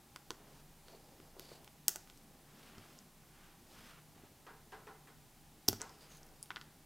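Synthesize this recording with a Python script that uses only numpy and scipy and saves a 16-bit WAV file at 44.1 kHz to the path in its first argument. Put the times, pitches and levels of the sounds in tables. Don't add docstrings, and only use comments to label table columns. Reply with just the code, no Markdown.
import sys
import numpy as np
from scipy import signal
from scipy.fft import rfft, irfft, next_fast_len
from scipy.io import wavfile
from scipy.ndimage import uniform_filter1d

SR = 44100
rng = np.random.default_rng(int(sys.argv[2]) if len(sys.argv) > 2 else 0)


def volts(x):
    e = np.asarray(x, float) / 20
    return 10 ** e


def store_wav(level_fs):
    pcm = np.round(np.clip(np.atleast_2d(level_fs), -1, 1) * 32767)
    wavfile.write(sys.argv[1], SR, pcm.T.astype(np.int16))


N = 302460


def unit(x):
    return x / np.sqrt(np.mean(x ** 2) + 1e-20)


def along(points, hz):
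    f, v = np.transpose(points)
    return np.interp(np.log(hz + 1), np.log(f + 1), v)


def add(track, s, sound):
    part = track[round(s * SR):][:len(sound)]
    part += sound[:len(part)]


def ring(hz, gains, t60, attack):
    t = np.arange(int(np.clip(np.max(t60), .002, .4) * SR))[:, None] / SR
    decay = np.exp(-np.log(1000) * t / t60)
    x = (gains * decay * np.sin(2 * np.pi * hz * t)).sum(1)
    x = x * (1 - np.exp(-t[:, 0] / attack))
    return x / np.abs(x).max()


def shaped(gain, size=256):
    hz, t, z = signal.stft(rng.standard_normal(N), SR, nperseg=size)
    return signal.istft(z * gain(hz[:, None], t), SR, nperseg=size)[1][:N]


def filtered(x, response):
    m = next_fast_len(N + SR // 2)
    return irfft(rfft(x, m) * response(np.fft.rfftfreq(m, 1 / SR)), m)[..., :N]


def resonance(hz, centre_hz, width_hz):
    return 1j * hz * width_hz / (centre_hz ** 2 - hz ** 2 + 1j * hz * width_hz)


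def noise_band(centre_hz, width_hz):
    return unit(filtered(rng.standard_normal(N), lambda hz: resonance(hz, centre_hz, width_hz) ** 2))


def stroke(t, start, end, db, fade):
    outside = np.maximum(np.maximum(start - t, t - end), 0)
    return volts(db - 20 * outside / fade)


def power(rows, t):
    return sum(stroke(t, *row) ** 2 for row in rows)


# frequency_hz, level_db [dB per Hz]
FLOOR = [(25, -30), (45, -11), (100, -14), (150, -11), (220, -13), (323, -16), (400, -18.5), (500, -23.5),
         (800, -21), (1240, -26.5), (2800, -29), (13900, -31.5), (15800, -33), (16500, -52)]
# centre_hz, width_hz, level_db
MACHINE = [
    (149.85, 10, -71.5),
    (800, 77, -79),
    (22.04, 3, -70),
]


def floor():
    def gain(hz, t):
        field = rng.standard_normal((len(hz), len(t)))
        field = uniform_filter1d(uniform_filter1d(field, 3, 0), 4, 1)
        wander_db = 1.1 * unit(field) / (1 + hz / 900)
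        return volts(along(FLOOR, hz) + wander_db)
    hum = sum(volts(db) * noise_band(centre_hz, width_hz) for centre_hz, width_hz, db in MACHINE)
    return volts(-63.5) * unit(shaped(gain, size=4096)) + hum


# frequency_hz, t60_s
ROOM = [(200, 0.34), (2000, 0.49), (6000, 0.36), (15000, 0.22)]
# delay_s, level_db, blur_s
WALLS = [
    (.004, -15.5, .001),
    (.0067, -22.5, .0008),
    (0.0105, -15, .0013),
    (.021, -37, .001),
]


def room(x):
    hz, t, z = signal.stft(rng.standard_normal(SR // 2), SR, nperseg=256)
    decay = volts(-60 * t / along(ROOM, hz)[:, None])
    tail = signal.istft(z * decay, SR, nperseg=256)[1]
    answer = volts(-13.5) * tail / np.linalg.norm(tail)
    age = np.arange(len(tail)) / SR
    for delay_s, db, blur_s in WALLS:
        echo = rng.standard_normal(len(tail)) * np.exp(-((age - delay_s) / blur_s) ** 2 / 2)
        answer = answer + volts(db) * echo / np.linalg.norm(echo)
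    return signal.fftconvolve(x, answer)[:N]


# start_s, level_db [peak], tilt_db [per octave], t60_s, panel_hz
KNOCKS = [
    (4.465, -39.5, -6.5, 0.51, 1490),
    (4.719, -42, -2, 0.53, 880),
    (4.868, -42.5, -4.5, 0.48, 1000),
    (5.071, -51.5, 0, 0.42, 1400),
    (5.799, -39.5, -3.5, 0.55, 905),
]
# centre_hz, width_hz, level_db
CUPBOARD = [(431, 35, -7), (785, 24, -5), (935, 14, -16.5), (1050, 38, -6.5), (1330, 14, -13),
            (1470, 17, -5), (1612, 26, -12.5), (2060, 14, -10), (2480, 22, -26)]


def knocks():
    def gain(hz, t):
        total = 0
        for s, db, tilt_db, t60, panel_hz in KNOCKS:
            age = np.maximum(t - s, 0)
            life = t60 * (1 + hz / 3000) ** -.6
            panel = 1 + 0.91 * np.abs(resonance(hz, panel_hz, 440))
            fall = volts(db + 14.0 + tilt_db * np.log2(1 + hz / 2000) - 60 * age / life)
            total = total + panel * fall * (1 - np.exp(-age / 0.0015))
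        return total

    def body(hz):
        response = volts(-15.5) * resonance(hz, 990, 1640)
        for k, (centre_hz, width_hz, db) in enumerate(CUPBOARD):
            response = response + (-1) ** k * volts(db) * resonance(hz, centre_hz, width_hz)
        return response

    blows = np.zeros(N)
    for s, db, *_ in KNOCKS:
        add(blows, s + 0.003, volts([db + 28.5]))
    return filtered(shaped(gain, size=192) + blows, body)


# start_s, end_s, level_db, fade_s
GROANS = [
    (2.25, 2.354, -66.5, .1),
    (2.53, 2.58, -62, .05),
    (2.68, 2.8, -64.5, 0.065),
    (3.0, 3.09, -67.5, .06),
    (3.743, 3.86, -66, .06),
]


def groans():
    leaning = volts(-2.0) * power_free_sum(GROANS, np.arange(N) / SR)
    return leaning * noise_band(centre_hz=213, width_hz=87)


def power_free_sum(rows, t):
    return sum(stroke(t, *row) for row in rows)


# frequency_hz, level_db [dB per Hz]
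CREAK = [(150, -29), (300, -1), (600, -2), (900, -5.5), (1500, -19), (4000, -34)]
# frequency_hz, level_db [dB per Hz]
SLIDE = [(500, -37), (1000, -2), (1300, 1.5), (2000, -4.5), (3000, -5), (5000, -19.5), (12000, -44)]
# start_s, end_s, level_db, fade_s
CREAKS = [(.37, .53, -63.5, 0.22), (.885, .96, -61.5, 0.057), (1.0, 1.3, -65, 0.029),
          (1.35, 1.43, -61.5, 0.035), (1.47, 1.64, -62.5, 0.11), (2.095, 2.11, -68.5, .06),
          (2.3, 2.42, -70.5, .25), (2.65, 2.9, -65, 0.3), (3.72, 3.93, -65.5, 0.11),
          (4.155, 4.28, -70, 0.082), (5.84, 5.88, -68.5, 0.13), (6.02, 6.04, -64.5, 0.13),
          (6.11, 6.33, -67, 0.11)]
# start_s, end_s, level_db, fade_s
SLIDES = [(.37, .6, -72.5, 0.076), (.93, .97, -71.5, 0.08), (1.41, 1.58, -72, 0.085),
          (2.095, 2.11, -83, .05), (2.61, 2.85, -64.5, .27), (3.4, 3.47, -65.5, .2),
          (3.745, 3.995, -62.5, .04), (4.16, 4.28, -72, .05), (5.84, 5.96, -73, 0.12),
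          (6.01, 6.04, -70, 0.063), (6.1, 6.15, -68.5, 0.29)]


def cloth_power(hz, t):
    gloves = volts(along(CREAK, hz) + 14.5) ** 2 * power(CREAKS, t)
    sleeves = volts(along(SLIDE, hz) + 11) ** 2 * power(SLIDES, t)
    return gloves + sleeves


# start_s, end_s, level_db, fade_s
RUSTLES = [
    (.51, .6, -71, .06),
    (2.0, 2.01, -72, .07),
    (2.09, 2.11, -70, .04),
    (2.165, 2.18, -72, 0.037),
    (2.6, 2.69, -67, 0.17),
    (2.8, 2.98, -69, 0.11),
    (3.41, 3.46, -75, 0.23),
    (3.74, 3.9, -65, 0.16),
]
# start_s, end_s, level_db, resonance_hz
SCRAPES = [
    (.882, 0.96, -69, 4480),
    (1.0, 1.298, -77.5, 4930),
    (1.41, 1.559, -65, 4620),
    (5.84, 5.95, -70.5, 5100),
    (6.01, 6.046, -66.5, 4870),
    (6.109, 6.17, -65, 6500),
    (6.36, 6.4, -77, 4900),
]


def tip_power(hz, t):
    def metal(db, peak_hz):
        notch = volts(-6) * resonance(hz, 0.6 * peak_hz, 460)
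        return volts(db) * np.abs(resonance(hz, peak_hz, 660) - notch) ** 2

    rubber = 0.35 * np.abs(resonance(hz, 3800, 4300))
    total = power(RUSTLES, t) * (metal(-9, 5100) ** 2 + rubber ** 2)
    for start, end, db, peak_hz in SCRAPES:
        drag = stroke(t, start, end, db, fade=.06)
        total = total + drag ** 2 * (metal(-0.5, peak_hz) ** 2 + rubber ** 2)
    return volts(14.5) ** 2 * total


def rubs():
    grip = unit(uniform_filter1d(rng.standard_normal(N), 300))
    grain = unit(volts(1.5 * grip))
    return shaped(lambda hz, t: np.sqrt(cloth_power(hz, t) + tip_power(hz, t))) * grain


# start_s, level_db [peak], centre_hz
THUDS = [(1.2, -50.5, 300), (1.367, -47, 540), (1.397, -48, 410), (1.517, -43.5, 516), (1.5159, -53, 1000),
         (1.882, -36, 800), (1.9554, -49, 910), (1.959, -40.5, 854), (2.224, -63, 500), (2.31, -57, 590),
         (2.335, -63, 500), (2.781, -45, 219), (4.163, -51.5, 300), (4.236, -49, 300), (5.686, -24.5, 319),
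         (5.6943, -42.5, 196), (5.7291, -35.5, 760), (5.7303, -34.5, 242)]
# start_s, level_db [peak], centre_hz
RAPS = [
    (.1605, -51, 950),
    (0.3054, -40, 402),
    (0.3054, -39, 1050),
    (0.934, -49, 620),
    (0.947, -50, 500),
    (5.6825, -33, 800),
    (6.506, -43, 914),
]
# mode_hz, level_db, t60_s
BENCH = [
    (104.4, -12.5, 0.17),
    (253, -31.5, 0.064),
    (379, -19, 0.084),
]


def thuds():
    out = np.zeros(N)
    bench_hz, bench_db, bench_t60 = np.transpose(BENCH)
    octaves = np.array([-0.87, -0.233, 0.042, 0.38, 0.89])
    push_gains = volts([-12.5, 0, 4.5, -4.0, -6.5])
    for rows, cycles in [(THUDS, 10.5), (RAPS, 19.4)]:
        for s, db, hz in rows:
            push_hz = hz * 2 ** (octaves + 0.091 * rng.standard_normal(5))
            push = ring(push_hz, push_gains, cycles / hz, attack=0.00049)
            near = np.exp(-np.log2(bench_hz / hz) ** 2 / 1.85)
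            driven = near * volts(bench_db)
            wood = ring(bench_hz, driven, bench_t60, attack=0.005) * driven.sum()
            add(out, s, volts(db + 0.5) * push)
            add(out, s, volts(db + 4.0) * wood)
    return out


# mode_hz, level_db, t60_s
STEEL = [(1400, 2.5, 0.0068), (2055, 1, 0.013), (2450, 1, 0.0014), (3430, 1, 0.0021), (4620, -0.5, 0.0048),
         (5600, 0.5, 0.0034), (6460, -0.5, 0.0039), (7830, 2.5, 0.0054), (8480, -3.5, 0.0033),
         (9550, 0.5, 0.0039), (10800, -2, 0.0057), (13390, 0.5, 0.0018), (14200, 2.5, 0.0077),
         (15320, -3, 0.0032)]
# start_s, level_db [peak], pitch_hz [ring nearest the contact]
TAPS = [
    (0.3057, -27, 3900),
    (1.201, -51, 2450),
    (1.677, -45, 2700),
    (2.0994, -43, 3220),
    (2.1748, -51.5, 6800),
]
NUDGES = [
    (0.1608, -35, 1710),
    (2.0741, -50, 2210),
]
SLIPS = [
    (0.8832, -46, 4300),
    (2.7823, -46, 5230),
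    (5.68, -25.5, 5600),
    (5.81, -41.5, 5600),
    (5.8945, -45.5, 5240),
    (6.289, -54, 5600),
]
FLICKS = [
    (1.3956, -33.5, 3970),
    (1.6451, -45.5, 3820),
    (1.8818, -7.5, 6650),
    (6.4582, -50, 3010),
]
TEARS = [
    (5.6826, -16, 5600),
    (5.6835, -18, 5540),
    (5.686, -9, 5270),
    (5.688, -25, 5000),
]
PINGS = [
    (6.1704, -47, 10800),
    (6.2656, -50, 10800),
    (6.4088, -58, 10600),
    (6.428, -31, 9550),
    (6.433, -46, 9550),
]
CLACKS = [
    (6.5052, -30.5, 1570),
    (6.509, -43, 2050),
    (6.5155, -44, 2010),
    (6.568, -34.5, 1660),
    (6.5771, -44, 1760),
]
RIMS = [
    (6.5605, -33.5, 3600),
    (6.6132, -38.5, 3770),
]
CHIPS = [
    (2.9888, -41.5, 6050),
    (5.8164, -24.5, 6440),
    (6.2312, -46, 5600),
]
DROPS = [
    (1.9589, -26.5, 7130),
    (5.7299, -31.5, 5600),
]
# rows, fall_db [per octave], second_hz, second_db, wall_db [thrown at the walls]
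CONTACTS = [
    (TAPS, 11.3, 1100, -9, 0.5),
    (CHIPS, 23, 1800, -15, 0.5),
    (DROPS, 7, 1500, -3.5, -0.5),
    (NUDGES, 5.2, 4400, -7, 0.56),
    (SLIPS, 21, 1460, -3.2, 0.5),
    (FLICKS, 9.6, 17500, 1.5, -0.56),
    (TEARS, 23.4, 12800, -6, -0.27),
    (PINGS, 32, 5100, -5.5, 3),
    (CLACKS, 23, 3050, -9, 4.6),
    (RIMS, 23, 1700, -1.5, 5),
]


def ticks():
    ahead, around = np.zeros(N), np.zeros(N)
    hz, colour_db, t60 = np.transpose(STEEL)
    sign = (-1) ** np.arange(len(hz))
    for rows, fall_db, second_hz, second_db, wall_db in CONTACTS:
        for s, db, main_hz in rows:
            draw = rng.standard_normal((3, len(hz)))
            main = volts(-fall_db * np.abs(np.log2(hz / main_hz)))
            second = volts(second_db - fall_db * np.abs(np.log2(hz / second_hz)))
            gains = np.hypot(main, second) * volts(colour_db + 1.32 * draw[0])
            life = t60 * np.exp(0.15 * draw[1])
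            pitch = hz * (1 + 0.035 * draw[2])
            direct = ring(pitch, sign * gains / life, life, attack=0.00022)
            thrown = ring(pitch, sign * gains ** 0.66 / life, 0.5 * life, attack=0.000081)
            add(ahead, s, volts(db + 1.5) * direct)
            add(around, s, volts(db + wall_db) * thrown)
    return np.array([ahead, around])


def scene():
    ahead, around = ticks()
    bench = thuds()
    reflected = room(around + volts(-0.5) * bench)
    mono = ahead + bench + reflected + knocks() + rubs() + groans() + floor()
    return np.array([mono, mono])


def top_cut(x):
    return signal.sosfilt(signal.butter(12, 17200, fs=SR, output="sos"), x)


def record(dry):
    hiss = filtered(rng.standard_normal(N), lambda hz: 1 + (80 / (hz + 12)) ** 2)
    trace = volts(-78.0) * hiss * [[1], [-1]]
    mix = filtered(dry + trace, lambda hz: 1 / (1 + (hz / 15900) ** 60))
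    return top_cut(mix)


dry = scene()
out = record(dry)
store_wav(out)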